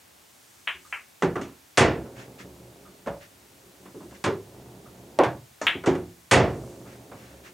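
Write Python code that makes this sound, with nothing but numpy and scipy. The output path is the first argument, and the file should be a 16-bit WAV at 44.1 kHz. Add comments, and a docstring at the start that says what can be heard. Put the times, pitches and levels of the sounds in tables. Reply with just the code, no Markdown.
"""Two pots on a pool table

In a small, quiet room with a faint tick, a sleeve rustles and the cloth hisses. Colliding balls
radiate short pulses, heard as clicks. Each potted ball drops through a pocket, slams into the wooden
return channel and rumbles along it; the first also knocks at the bends and reaches the tray.
Every impact on the wood excites damped modes, which ring on together with the room."""
import sys
import numpy as np
from scipy import signal
from scipy.io import wavfile

SR = 44100
rng = np.random.default_rng(int(sys.argv[2]) if len(sys.argv) > 2 else 0)


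def master_out(mix):
    """Clip the mix to full scale and print it as 16-bit PCM to the path in sys.argv[1]."""
    frames = np.transpose(np.atleast_2d(mix))
    ceiling = np.clip(frames, -1, 1)
    pcm = np.round(ceiling * 32767).astype(np.int16)
    wavfile.write(sys.argv[1], SR, pcm)


N = 332073
AGE = np.arange(SR) / SR   # time since an impact [s]


def from_db(db):
    """Level to amplitude ratio."""
    return np.exp(np.asarray(db) * (np.log(10) / 20))


def rms_one(x, count=None):
    """Normalise to unit rms over the first count samples."""
    return x / np.sqrt(np.mean(x[..., :count] ** 2) + 1e-30)


def at_hz(points, hz):
    """Interpolation on a log-frequency axis."""
    frequencies, values = np.array(points).T
    return np.interp(np.log(hz), np.log(frequencies), values)


def cut(x, hz, kind, order=2):
    """Causal Butterworth filter."""
    return signal.sosfilt(signal.butter(order, np.minimum(hz, .48 * SR), kind, fs=SR, output="sos"), x)


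def add(out, s, sound):
    """Superpose a sound at time s."""
    at = round(s * SR)
    out[:, at:at + sound.shape[-1]] += sound[..., :N - at]


def bands(size, side_db):
    """Third-octave bands of stereo noise: (centre [Hz], width [Hz], signal)."""
    edges = 28 * 2 ** (np.arange(29) / 3)
    white = rng.standard_normal((2, 2, size + SR // 10))
    for k, (low, high) in enumerate(zip(edges, edges[1:])):
        mid, side = cut(white[k % 2], [low, high], "band", order=3)[:, -size:]
        hz = np.sqrt(low * high)
        yield hz, high - low, mid + from_db(at_hz(side_db, hz)) * side * [[1], [-1]]


def noise(spectrum, side_db):
    """Stationary noise of unit rms: band power is spectral density times bandwidth."""
    return rms_one(sum(from_db(at_hz(spectrum, hz)) * np.sqrt(width) * rms_one(band)
                       for hz, width, band in bands(N, side_db)))


def swells(rows, rest_db):
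    """Incoherent addition: the powers of brief swells sum above a resting level."""
    power = from_db(rest_db) ** 2
    for s, rise_s, db in rows:
        age = np.clip((np.arange(N) / SR - s) / rise_s, 0, 10)
        power = power + from_db(db) ** 2 * age ** 2 * np.exp(1 - age ** 2)
    return np.sqrt(power)


# room noise spectrum: (frequency [Hz], density [dB])
ROOM_SPECTRUM = [(30, -27), (70, -2), (125, -2), (180, -6), (280, -2.5), (450, -5), (750, -3.5), (1200, -7),
                 (3000, -10), (8000, -14), (15800, -15.5)]
# its stereo width: (frequency [Hz], side re mid [dB])
ROOM_WIDTH = [(60, -25), (150, -11), (380, 1.5), (950, 1), (2380, -4), (5980, -8.5), (15000, -30)]
def room_tone():
    """Ambient noise: steady, and only partly coherent between the channels."""
    return from_db(-56) * noise(ROOM_SPECTRUM, ROOM_WIDTH)


# swells of hiss: (start [s], rise [s], level [dB])
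CLOTH_SWELLS = [(.15, .42, -62.5), (.8, .1, -58.5), (3.75, .3, -65), (6.3, 0.32, -60)]
# hiss spectrum: (frequency [Hz], density [dB])
CLOTH_SPECTRUM = [(100, -42), (3000, -12), (5000, -10), (7200, -3.5), (9500, -11), (15000, -35)]
def cloth_hiss():
    """Amplitude-modulated noise: a high hiss over the cloth swells and fades."""
    return swells(CLOTH_SWELLS, rest_db=-66) * noise(CLOTH_SPECTRUM, ROOM_WIDTH)


# brushing movements: (start [s], rise [s], level [dB])
SLEEVE_BRUSHES = [(2.15, .05, -47.5), (2.378, 0.027, -45), (3.2, .03, -50.5), (4.135, .02, -51.5),
                  (6.85, .06, -54), (7.1, .13, -55.5), (7.43, .035, -48.5)]
# rustle spectrum: (frequency [Hz], density [dB])
SLEEVE_SPECTRUM = [(100, -26), (700, -12), (1400, 2.5), (2200, 1.5), (3000, -5), (4200, -10), (7000, -10),
                   (11000, -29), (15000, -34.5)]
def sleeve_rustle():
    """Friction noise: the player's sleeve and cue brush about."""
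    return swells(SLEEVE_BRUSHES, rest_db=-72) * noise(SLEEVE_SPECTRUM, ROOM_WIDTH)


def ring_shape(hz, t60, swell, hold):
    """Build-up and decay: lows rise more slowly; the ring holds while panels feed the room, then dies."""
    build = 1 - np.exp(-np.minimum(AGE * (np.sqrt(hz / 1000) / swell), 20))
    return build * from_db((np.sqrt(AGE ** 2 + hold ** 2) - hold) * (-60 / t60))


# joint decay of table and room: (frequency [Hz], base T60 [s])
RING_DECAY = [(60, 0.56), (130, 0.5), (300, 0.49), (600, 0.4), (1200, 0.32), (2500, 0.29), (5000, 0.27),
              (8000, 0.15), (14000, 0.1)]
def knocks(wood, hits, spectrum, modes, modes_db, swell, hold, damping, crack_db):
    """Impulse response: a contact crack, strong modes and a dense crowd of weak ones; swell, hold in s."""
    out = np.zeros((2, N))
    onset = 2200   # samples over which levels are set
    for s, db, bass_db, treble_db, length, spot_hz, spot_db in hits:
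        def colour(hz):
            """A blow's weight, hardness and position decide which modes it excites."""
            spot = spot_db * np.exp(-(np.log2(hz / spot_hz) / 0.31) ** 2)
            return from_db(bass_db / (1 + (hz / 200) ** 2) + treble_db / (1 + (2200 / hz) ** 2) + spot)
        at = rng.integers(2 * SR)   # each blow rings with its own stretch of noise
        crowd = strong = 0
        for hz, width, band in wood:
            envelope = ring_shape(hz, length * at_hz(RING_DECAY, hz) / damping, swell, hold)
            gain = from_db(at_hz(spectrum, hz)) * colour(hz) * np.sqrt(width)
            crowd += gain * rms_one(band[:, at:at + SR] * envelope)
        for hz, mode_db, t60 in modes:
            tone = np.sin(2 * np.pi * (hz * AGE + rng.random()))
            strong += from_db(mode_db) * colour(hz) * tone * ring_shape(hz, length * t60, swell, hold)
        snap = rng.choice([-1, 1], SR) * from_db(-60 * np.minimum(AGE / 0.011, 10))
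        crack = cut(cut(snap, [1300, 9500], "band", order=3), 2200, "low", order=1)
        ring = rms_one(crowd, onset) + from_db(modes_db) * rms_one(strong, onset)
        blow = ring + from_db(crack_db + treble_db * .5) * rms_one(crack, onset)
        add(out, s, from_db(db) * rms_one(blow, onset))
    return out


# dense ring of a tick: (frequency [Hz], density [dB])
CLOCK_SPECTRUM = [(600, -35), (1000, -8), (1300, -2), (1700, -14), (3000, -31)]
# its modes: (frequency [Hz], level [dB], base T60 [s])
CLOCK_MODES = [(1234, 4, 0.12), (1320, -6, 0.16)]
def clock_ticks(wood, first_s=.848, period_s=2.002, db=-57, length=.9, spot_hz=1280, spot_db=2):
    """Periodic excitation: a faint, soft tick recurs."""
    ticks = [(s, db, 0, 0, length, spot_hz, spot_db) for s in np.arange(first_s, N / SR, period_s)]
    return knocks(wood, ticks, CLOCK_SPECTRUM, CLOCK_MODES,
                  modes_db=-2, swell=0.0066, hold=.005, damping=1.3, crack_db=-50)


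# legs of the return channel: (start [s], end [s], level [dB], slope [dB/s])
ROLL_LEGS = [(1.95, 3.06, -41.5, -12), (3.1, 4.16, -64.5, 13.5), (4.3, 5.19, -46.5, -1.5),
             (6.35, 7.53, -40, -10.5)]
# cabinet modes: (frequency [Hz], bandwidth [Hz], level [dB])
CABINET_MODES = [(70, 5.7, -3.5), (122.6, 8.3, 0.5), (186.5, 6.8, -1.5), (276.3, 4.7, -5.5),
                 (356.5, 4.7, -2), (401.7, 5.6, -4), (535, 5.5, -5), (915, 9, -16.5)]
# rumble spectrum: (frequency [Hz], density [dB])
RUMBLE_SPECTRUM = [(30, -31), (60, -7), (130, -1), (230, 0), (350, 1), (520, -5), (700, -4), (1000, -16.5),
                   (1500, -25), (3000, -51)]
# stereo width of rumble and knocks: (frequency [Hz], side re mid [dB])
CABINET_WIDTH = [(60, -30), (500, -19), (1500, -15.5), (4000, -11), (8000, -21), (13000, -38)]
def rolling(bumps_per_s=35, rise_s=.27, t60_s=.6):
    """Forced vibration: small bumps under a rolling ball drive the cabinet's modes."""
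    bumps = (rng.random(N) < bumps_per_s / SR) * rng.choice([-1, 1], N)
    t = np.arange(N) / SR
    drone = gain = 0
    for hz, width_hz, db in CABINET_MODES:
        radius = np.exp(-np.pi * width_hz / SR)
        feedback = [1, -2 * radius * np.cos(2 * np.pi * hz / SR), radius ** 2]
        force = rms_one(bumps) + from_db(-10) * rng.standard_normal(N)
        drone += from_db(db) * rms_one(signal.lfilter([1, 0, -1], feedback, force))
    for start, end, db, db_per_s in ROLL_LEGS:   # the level follows the ball's change of speed
        rolled = np.clip(t - start, 0, end - start)
        decay_db = 60 * np.maximum(t - end, 0) / t60_s
        gain += np.minimum(rolled / rise_s, 1) * from_db(db + db_per_s * rolled - decay_db)
    rumble = noise(RUMBLE_SPECTRUM, CABINET_WIDTH) + from_db(1.5) * rms_one(drone)
    return gain * rms_one(cut(rumble, 1500, "low", order=4))


# cue blows: (time [s], level [dB], bass [dB], treble [dB], T60 factor, peak [Hz], lift [dB])
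CUE_HITS = [(5.615, -31.5, 1, -7, 0.9, 630, -2)]
# dense ring: (frequency [Hz], density [dB])
CUE_SPECTRUM = [(60, -16), (200, -10), (330, -4), (650, -8), (900, -4), (1250, -8.5), (2200, -12),
                (3200, -20), (5000, -17.5), (6700, -10), (9000, -32), (14000, -50)]
# cue modes: (frequency [Hz], level [dB], base T60 [s])
CUE_MODES = [(284, -14, 0.23), (633, 6.5, 0.04), (1260, -7, 0.14), (1760, -5, 0.11)]
def cue_strike(wood):
    """Impact excitation: the cue rings on striking the ball."""
    return knocks(wood, CUE_HITS, CUE_SPECTRUM, CUE_MODES,
                  modes_db=0, swell=0.00029, hold=0.0012, damping=0.75, crack_db=-27)


# collisions: (time [s], level [dB], cutoff [Hz], direct [dB], echo [dB], echo delay [s], crack [dB])
COLLISIONS = [(0.6737, -28, 3160, -21, -15, 0.0031, -40), (0.926, -32.5, 2680, 3, 5, 0.003, -48),
              (5.6682, -20, 3350, 1, 2, 0.00313, -34.5)]
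# room modes: (frequency [Hz], level [dB], T60 [s])
ROOM_MODES = [(1683, 2, 0.18), (1874, 0, 0.19), (2230, -4, 0.37), (2650, 4, 0.073), (3070, 4, 0.13)]
def ball_clicks(wall_s=0.0052, room_t60=0.22, room_swell_s=0.0016):
    """Acceleration noise: balls radiate one pulse without ringing; an overhead echo and the room follow."""
    out = np.zeros((2, N))
    late = np.maximum(AGE - wall_s, 0)   # time since the first wall reflection
    swell = 1 - np.exp(-late / room_swell_s)
    density = np.clip((AGE / 0.049) ** 2, .2, 1)   # reflections crowd together with time
    for s, db, top_hz, direct_db, echo_db, echo_s, crack_db in COLLISIONS:
        paths = np.zeros((2, SR))
        paths[:, 0], paths[:, round(echo_s * SR)] = from_db(direct_db), from_db(echo_db)
        mid, side = rng.choice([-1, 1], (2, SR)) * (rng.random((2, SR)) < density) / np.sqrt(density)
        reflections = (mid + from_db(-14) * side * [[1], [-1]]) * swell * from_db(-60 * late / room_t60)
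        ring = sum(from_db(mode_db - 60 * late / t60) * np.sin(2 * np.pi * (hz * AGE + rng.random()))
                   for hz, mode_db, t60 in ROOM_MODES)
        direct = cut(rms_one(paths), 1600, "high")
        room = cut(from_db(2.5) * rms_one(reflections), 1600, "high")
        body = cut(direct + room, top_hz, "low", order=10)   # contact time limits the bandwidth
        click = body + from_db(crack_db) * direct + from_db(-35) * cut(room, 8400, "low")
        ringing_click = rms_one(click) + from_db(-12) * rms_one(ring * swell)
        add(out, s, from_db(db) * rms_one(ringing_click, count=2200))
    return out * from_db([[.8], [-.8]])


# lip blows: (time [s], level [dB], bass [dB], treble [dB], T60 factor, peak [Hz], lift [dB])
LIP_HITS = [(1.2223, -25.5, 0, -6.5, .95, 1460, 1.7), (1.3561, -32, 0, -12.5, 0.98, 1310, 5.2),
            (1.413, -43, 0, 10.5, 1.2, 1980, 1), (5.838, -37, 0, -16, 0.52, 1250, 5.9),
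            (5.86, -29, 0, 2, 1.2, 1160, 1.8), (5.951, -41.5, 0, -2, 0.7, 1170, 2)]
# dense ring: (frequency [Hz], density [dB])
LIP_SPECTRUM = [(100, -38), (400, 7.5), (800, -1), (1300, 0.5), (2000, -4.5), (3000, -9.5), (4500, -21),
                (7500, -13.5), (10000, -52), (15000, -59)]
# lip modes: (frequency [Hz], level [dB], base T60 [s])
LIP_MODES = [(1132, 0, 0.13), (1573, -7.5, 0.053), (1980, 4, 0.067), (2800, -19, .14)]
def pocket_lip(wood):
    """Broadband excitation: a ball raps sharply on the pocket lip."""
    return knocks(wood, LIP_HITS, LIP_SPECTRUM, LIP_MODES,
                  modes_db=-14, swell=.0002, hold=0.0026, damping=1.21, crack_db=-29)


# thuds: (time [s], level [dB], bass [dB], treble [dB], T60 factor, peak [Hz], lift [dB])
DROP_HITS = [(0.744, -56.5, 10, -9, 1.3, 74, 31), (1.231, -22, 1.5, 10, 0.76, 174, 3),
             (1.365, -32, 1, -11, 0.77, 183, 6.5), (1.415, -38.5, 8, -10, 0.75, 276, 9),
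             (5.75, -35.5, 10.5, -9, 0.65, 363, 3), (5.87, -18, -1.5, 0, 0.9, 282, 4.2),
             (5.956, -36, 16, -1, .9, 354, 3.8)]
# dense ring: (frequency [Hz], density [dB])
DROP_SPECTRUM = [(35, -30), (70, -6.5), (120, -3), (220, -5.5), (370, -2), (550, -9.5), (900, -10),
                 (1600, -41), (4000, -44), (15000, -68)]
# low modes: (frequency [Hz], level [dB], base T60 [s])
DROP_MODES = [(170.2, -10, 0.74), (271, -4.5, 0.38), (355, -2.5, 0.43), (384.5, 1, 0.28)]
def dull_drops(wood):
    """Low-frequency excitation: drops and cushion thuds move mainly the low modes."""
    return knocks(wood, DROP_HITS, DROP_SPECTRUM, DROP_MODES,
                  modes_db=2, swell=0.001, hold=0.0036, damping=1.01, crack_db=-39)


# blows at bends: (time [s], level [dB], bass [dB], treble [dB], T60 factor, peak [Hz], lift [dB])
BEND_HITS = [(3.061, -38, 5, -10, 1.05, 62, 18), (3.07, -32, -9, -21, 1.04, 590, 16),
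             (3.073, -38, -6, -3.5, 0.95, 1010, 5.3), (4.24, -26, -3, 9.5, 1.15, 1500, 1.7),
             (4.263, -24, -1, -35, 0.97, 407, 11.7)]
# light bumps: (time [s], level [dB], treble [dB], peak [Hz], lift [dB])
BUMPS = [(2.055, -48, -16, 494, 4), (3.855, -49, -3, 330, 7), (3.945, -41.5, -28, 354, 24),
         (4.005, -44.5, -24, 310, 11), (4.11, -51, -1, 330, 3), (7.115, -44, -9, 700, 6)]
# dense ring: (frequency [Hz], density [dB])
BEND_SPECTRUM = [(35, -31), (62, -14.5), (120, -1.5), (250, 0.5), (600, -5), (1000, -3), (1700, -8.5),
                 (3000, -17.5), (4500, -26), (7500, -27), (10000, -44), (15000, -61)]
# bend modes: (frequency [Hz], level [dB], base T60 [s])
BEND_MODES = [(102.5, -5.5, 0.75), (167.7, -2, 0.4), (200, -0.5, 0.31), (318.6, -6, 0.29), (368, -15, 0.24),
              (398, -4.5, .3), (468, -16, 0.3), (563, 3, 0.32), (604, -6, 0.42), (1025, -0.5, 0.23)]
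def channel_bends(wood, bump_bass_db=3, bump_length=.76):
    """Structure-borne sound: bends and uneven spots jolt the same wood."""
    bumps = [(s, db, bump_bass_db, treble, bump_length, hz, lift) for s, db, treble, hz, lift in BUMPS]
    return knocks(wood, [*BEND_HITS, *bumps], BEND_SPECTRUM, BEND_MODES,
                  modes_db=-5, swell=0.0013, hold=0.012, damping=1.42, crack_db=-20.5)


# tray blows: (time [s], level [dB], bass [dB], treble [dB], T60 factor, peak [Hz], lift [dB])
TRAY_HITS = [(5.1883, -15, -10.5, -5.5, 0.78, 370, 4.5), (5.2355, -26.5, -26, 12, 0.8, 1600, 9),
             (5.262, -31, 14, -12, 0.9, 131, 18.6)]
# dense ring: (frequency [Hz], density [dB])
TRAY_SPECTRUM = [(35, -49), (70, -12), (130, -19.5), (200, -10.5), (330, -7), (520, -4), (980, -7.5),
                 (1300, -21), (2000, -22), (3000, -29), (4500, -40.5), (7500, -49), (14000, -68)]
# tray modes: (frequency [Hz], level [dB], base T60 [s])
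TRAY_MODES = [(123.5, -17, .5), (321.4, 0, 0.45), (343, 1.5, 0.31), (491, 0.5, 0.36), (544, 5.5, 0.19),
              (602, -3, 0.31), (703, 0, 0.25), (826, -2, 0.25), (998, -3.5, 0.24)]
def ball_tray(wood):
    """Damped free vibration: the tray rings as a ball arrives."""
    return knocks(wood, TRAY_HITS, TRAY_SPECTRUM, TRAY_MODES,
                  modes_db=-4, swell=0.0015, hold=0.012, damping=1.15, crack_db=-21)


# slams: (time [s], level [dB], bass [dB], treble [dB], T60 factor, peak [Hz], lift [dB])
CHANNEL_HITS = [(1.7734, -16, 1.6, 1, 0.96, 557, 1), (1.796, -17.5, 11.5, -21.5, 0.99, 126, 4.6),
                (6.3115, -14.5, 5.5, -0.5, 1, 390, 0.8), (6.356, -18.5, 11, -37, 1.0, 126, 7.9)]
# dense ring: (frequency [Hz], density [dB])
CHANNEL_SPECTRUM = [(30, -31), (60, -13.5), (120, -11.5), (190, -10), (360, -1), (600, -3), (1000, -5.5),
                    (2000, -5), (2900, -9.5), (4300, -19), (7400, -16.5), (10000, -29), (15000, -73)]
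# channel modes: (frequency [Hz], level [dB], base T60 [s])
CHANNEL_MODES = [(95.2, -4, 0.31), (126.4, 3.5, 0.32), (186, -14, 1), (247.2, -11, 0.98), (323, -2.5, 0.54),
                 (353.6, -10.5, 0.57), (409.4, -2.5, 0.72), (539, 4.5, 0.44), (636, 1, 0.53),
                 (719, 1, 0.56), (1051, 1, 0.41), (1720, -28, 0.16), (1980, 5, 0.21)]
def channel_slams(wood):
    """Panel radiation: a ball slams into the channel's end wall and the wood resounds."""
    return knocks(wood, CHANNEL_HITS, CHANNEL_SPECTRUM, CHANNEL_MODES,
                  modes_db=-5, swell=0.0026, hold=0.023, damping=0.87, crack_db=-16.5)


def scene():
    """Superposition of the strokes on the table, the cabinet and the room."""
    wood = list(bands(3 * SR, CABINET_WIDTH))   # noise bands stand for densely overlapping modes
    cue = cue_strike(wood)
    impacts = pocket_lip(wood) + dull_drops(wood) + channel_slams(wood)
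    impacts += channel_bends(wood) + ball_tray(wood)
    clock = clock_ticks(wood)
    cabinet = (impacts + rolling()) * from_db([[-.5], [.5]])   # a little to the right
    return cue + cabinet + clock + sleeve_rustle() + cloth_hiss() + ball_clicks() + room_tone()


def record(dry):
    """Band limiting: the microphone sheds the deepest bass and the top is cut."""
    return cut(cut(dry, 53, "high", order=3), 15900, "low", order=24)


dry = scene()
out = record(dry)
master_out(out)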